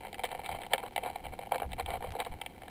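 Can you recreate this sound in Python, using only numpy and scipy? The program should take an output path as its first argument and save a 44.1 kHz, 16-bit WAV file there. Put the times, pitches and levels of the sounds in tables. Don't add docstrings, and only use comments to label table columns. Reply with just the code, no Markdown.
import sys
import numpy as np
from scipy import signal
from scipy.fft import rfft, irfft, next_fast_len
from scipy.io import wavfile
from scipy.ndimage import map_coordinates

SR = 44100
rng = np.random.default_rng(int(sys.argv[2]) if len(sys.argv) > 2 else 0)


def output_pcm(signal):
    pcm = np.clip(np.atleast_2d(signal).T, -1, 1) * 32767
    wavfile.write(sys.argv[1], SR, np.round(pcm).astype(np.int16))


N = 119070

# pitch in Hz, width in Hz, relative level in dB.
BODY_TONES = [(498.8, 58, -5), (607, 119.7, -2.5), (767, 179.4, 0), (937, 118.6, -3.5), (959, 87, -8)]
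# pitch in Hz, width in Hz, relative level in dB.
EDGE_TONES = [(1269, 92, -6), (1768, 68, -2), (2058, 98, 3.5), (2287, 119, 4.5), (2673, 70, -3),
              (2853, 107, -1.5), (3065, 164, -1.5), (3952, 260, -7), (4412, 690, -16.5)]


def amp(db):
    return 10 ** (np.asarray(db) / 20)


def unit(x):
    return x / np.sqrt(np.mean(x ** 2) + 1e-20)


def gain_at(colour, hz):
    points_hz, points_db = np.transpose(colour)
    return amp(np.interp(np.log(hz + 1), np.log(points_hz + 1), points_db))


def filtered(x, response):
    size = next_fast_len(N + 8192)
    return irfft(rfft(x, size) * response(np.fft.rfftfreq(size, 1 / SR)), size)[..., :N]


def noise(colour):
    return unit(filtered(rng.standard_normal(N), lambda hz: gain_at(colour, hz)))


def add(track, start, sound):
    part = track[round(start * SR):][:len(sound)]
    part += sound[:len(part)]


def ring(push, tones):
    t = np.arange(SR // 20) / SR
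    hz, width, db = np.transpose(tones)[:, :, None]
    reach = 1.99
    band = signal.butter(2, [hz.min() / reach, hz.max() * reach], "bandpass", fs=SR, output="sos")
    db = db + 1.5 * rng.standard_normal(hz.shape)
    detune = 0.039 * rng.standard_normal()
    hz = hz * np.exp(detune * np.sqrt(BODY_TONES[0][0] / hz))
    signs = (-1) ** np.arange(len(tones))[:, None]
    fades = amp(db) * width * np.exp(-np.pi * width * t)
    ringing = np.sum(signs * fades * np.cos(2 * np.pi * hz * t), axis=0)
    return signal.fftconvolve(push, signal.sosfilt(band, ringing))[:len(push)]


def fractures(per_second, scatter_db, pieces=6):
    body, edge = np.zeros((2, N))
    for _ in range(pieces):
        breaks = rng.random(N) < per_second / pieces / SR
        sizes = amp(scatter_db * np.minimum(rng.standard_normal(N), 2))
        pushes = breaks * sizes * rng.choice([-1, 1], N)
        body += ring(pushes, BODY_TONES)
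        edge += ring(pushes, EDGE_TONES)
    return unit(body), unit(edge)


def hiss():
    # time in seconds, level in dB.
    levels = [(0, -50), (.3, -50.5), (.68, -56), (.92, -57), (1.15, -50.5), (1.49, -52), (1.69, -54),
              (2.3, -49), (2.5, -58.5), (2.65, -50.5)]
    body, edge = fractures(per_second=600, scatter_db=10)
    level_db = np.interp(np.arange(N) / SR, *np.transpose(levels))
    return amp(level_db) * (body + amp(-3.5) * edge)


def shaped(sound, shape):
    return unit(shape * sound) * np.sqrt(np.mean(shape ** 2))


def wind():
    # frequency in Hz, relative level in dB.
    rumble_colour = [(12, 3), (30, 3.5), (72, 10), (110, 0.5), (170, -4), (300, -20.5), (800, -111)]
    # frequency in Hz, relative level in dB.
    air_colour = [(30, 0.5), (150, 2.5), (350, 1), (800, -12), (1300, -18.5), (3500, -21.5), (6000, -32),
                  (15000, -29)]
    # start in seconds, length in seconds, level in dB.
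    bumps = [(.51, 0.058, -46.5), (1.237, 0.11, -47.5), (1.655, 0.12, -41.5), (1.805, 0.23, -46),
             (2.076, 0.047, -39.5), (2.304, 0.056, -41)]
    ramp_s = 0.055
    t = np.arange(N) / SR
    bump_noise = noise(rumble_colour)
    out = amp(-59) * noise(rumble_colour) + amp(-55) * noise(air_colour)
    for start, length, db in bumps:
        inside_s = np.minimum(t - start, start + length - t)
        shape = np.clip(inside_s / ramp_s + 0.5, 0, 1)
        out += amp(db) * shaped(bump_noise, shape)
    return out


def cracks():
    # start in seconds, body level in dB, edge level in dB (before the boosts).
    snaps = [(0.058, -47.0, -48.0), (0.1285, -42.0, -45.0), (0.1439, -47.0, -41.0), (0.1929, -37.0, -41.0),
             (0.2357, -33.0, -36.0), (0.241, -30.0, -35.0), (0.2515, -39.0, -38.0), (0.3155, -43.0, -43.0),
             (0.327, -36.0, -49.0), (0.3487, -35.0, -44.0), (0.3924, -41.0, -51.0), (0.4608, -49.0, -37.0),
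             (0.4906, -33.0, -43.0), (0.5138, -37.0, -42.0), (0.524, -40.0, -45.0), (0.5472, -37.0, -50.0),
             (0.586, -41.0, -49.0), (0.6169, -41.0, -45.0), (0.634, -44.0, -43.0), (0.665, -44.0, -48.0),
             (0.7341, -23.0, -22.0), (0.7454, -31.0, -39.0), (0.7802, -39.0, -40.0), (0.8356, -36.0, -52.0),
             (0.8625, -41.0, -47.0), (0.9612, -30.0, -31.0), (0.9785, -28.0, -33.0), (1.0352, -39.0, -41.0),
             (1.0601, -32.0, -43.0), (1.0997, -38.0, -49.0), (1.1576, -33.0, -42.0), (1.253, -37.0, -50.0),
             (1.2657, -38.0, -44.0), (1.39, -35.0, -45.0), (1.4335, -42.0, -50.0), (1.4696, -40.0, -54.0),
             (1.5197, -24.0, -35.0), (1.5452, -32.0, -43.0), (1.5577, -30.0, -40.0), (1.5809, -39.0, -44.0),
             (1.6006, -37.0, -43.0), (1.6195, -29.0, -46.0), (1.6307, -35.0, -47.0), (1.7185, -45.0, -46.0),
             (1.7319, -39.0, -38.0), (1.7971, -32.0, -38.0), (1.8071, -34.0, -41.0), (1.8608, -42.0, -39.0),
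             (1.9041, -37.0, -40.0), (1.9372, -33.0, -44.0), (2.0065, -41.0, -55.0), (2.0246, -38.0, -48.0),
             (2.0416, -32.0, -56.0), (2.1517, -34.0, -52.0), (2.1646, -37.0, -50.0), (2.2013, -32.0, -33.0),
             (2.2488, -48.0, -44.0), (2.2624, -38.0, -49.0), (2.329, -46.0, -54.0), (2.4147, -39.0, -36.0),
             (2.462, -43.0, -37.0), (2.619, -46.0, -50.0), (2.681, -45.0, -49.0)]
    # pitch in Hz, width in Hz, relative level in dB.
    splinter_tones = [(2917, 840, 2.5), (4150, 1200, -15)]
    body_boost_db, edge_boost_db = 0.36, 1.78
    tear_strength, tear_fade_s = 0.24, 0.0013
    out, t = np.zeros(N), np.arange(SR // 20) / SR
    crack_gain = np.sqrt(0.0069 / t[-1])
    for start, body_db, edge_db in snaps:
        push = tear_strength * rng.standard_normal(len(t)) * np.exp(-t / tear_fade_s)
        push[0] += rng.choice([-1, 1])
        body, edge, splinter = (unit(ring(push, x)) for x in (BODY_TONES, EDGE_TONES, splinter_tones))
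        splinter_share = 1 / (4 + np.exp((2 - edge_db + body_db) / 2.5))
        edge = unit(np.sqrt(1 - splinter_share) * edge + np.sqrt(splinter_share) * splinter)
        crack = amp(body_db + body_boost_db) * body + amp(edge_db + edge_boost_db) * edge
        add(out, start, crack_gain * crack)
    return out


def crumbling():
    # start in seconds, length in seconds, body and edge levels in dB.
    spells = [(0.246, 0.028, -46, -41.5), (0.283, 0.046, -48, -50.5), (0.436, 0.044, -47, -45),
              (0.491, 0.081, -44.5, -47), (0.601, 0.057, -47.5, -52), (0.708, 0.056, -40, -46.5),
              (0.781, 0.023, -43.0, -47.5), (0.816, 0.068, -45.5, -54), (0.981, 0.064, -48, -55),
              (1.035, 0.056, -38.5, -47), (1.24, 0.019, -47, -47.5), (1.323, 0.019, -42, -49.5),
              (1.514, 0.048, -36, -48.0), (1.625, 0.03, -42.0, -69), (1.782, 0.026, -38.5, -46),
              (1.878, 0.1, -39.5, -47.5), (2.022, 0.054, -42, -51.5), (2.12, 0.033, -46.5, -58),
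              (2.188, 0.033, -36, -42.5), (2.263, 0.015, -39, -50)]
    rise_s, fall_s = 0.0052, 0.0015
    out, t = np.zeros(N), np.arange(N) / SR
    body, edge = fractures(per_second=1000, scatter_db=4)
    for start, length, body_db, edge_db in spells:
        rise = np.clip((t - start) / rise_s + 0.5, 0, 1)
        fall = np.exp(-np.maximum(t - start - length, 0) / fall_s)
        out += amp(body_db) * shaped(body, rise * fall)
        out += amp(edge_db) * shaped(edge, rise * fall)
    return out


def flakes():
    # start in seconds, starting level in dB.
    ticks = [(0.2515, -24), (0.9346, -44), (2.1066, -38), (2.1214, -34)]
    # frequency in Hz, relative level in dB.
    tick_colour = [(200, -20), (1500, 5), (4000, -2), (7500, -10), (10000, -9), (15000, -25)]
    fade_s = 0.0005
    shape, t = np.zeros(N), np.arange(SR // 50) / SR
    for start, db in ticks:
        add(shape, start, amp(db) * np.exp(-t / fade_s))
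    return shape * noise(tick_colour)


def rock_echo(x):
    echo_s, echo_db = 0.01, -21.5
    tail_s, tail_db = 0.013, -10.5
    t = np.arange(SR // 6) / SR
    tail = rng.standard_normal(len(t)) * amp(-60 * t / tail_s) * np.minimum(t / echo_s, 1)
    reflections = amp(tail_db) * tail / np.linalg.norm(tail)
    add(reflections, echo_s, amp([echo_db]))
    return x + signal.fftconvolve(x, reflections)[:N]


def stepped(x):
    # frequency in Hz, gain in dB.
    crust_colour = [(100, 14.5), (330, 0.5), (480, 0), (1200, 0), (2500, -5), (4000, -2), (5000, -6),
                    (5900, -26)]
    step_hz, mirror_db = 12000, 0.5

    def low_band(hz):
        dulling = np.sinc(np.minimum(hz / step_hz, 0.5))
        return gain_at(crust_colour, hz) * (hz < step_hz / 2) / dulling

    steps = 1 + 2 * amp(mirror_db) * np.cos(2 * np.pi * step_hz * np.arange(N) / SR)
    mirrored = filtered(x, low_band) * steps
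    return filtered(mirrored, lambda hz: np.sinc(hz / step_hz))


def scene():
    crust = cracks() + crumbling() + hiss()
    mono = stepped(rock_echo(crust)) + flakes() + wind()
    return np.array([mono, mono])


def record(dry):
    top_hz = 15450
    return filtered(dry, lambda hz: 1 / np.sqrt(1 + (hz / top_hz) ** 120))


dry = scene()
out = record(dry)
output_pcm(out)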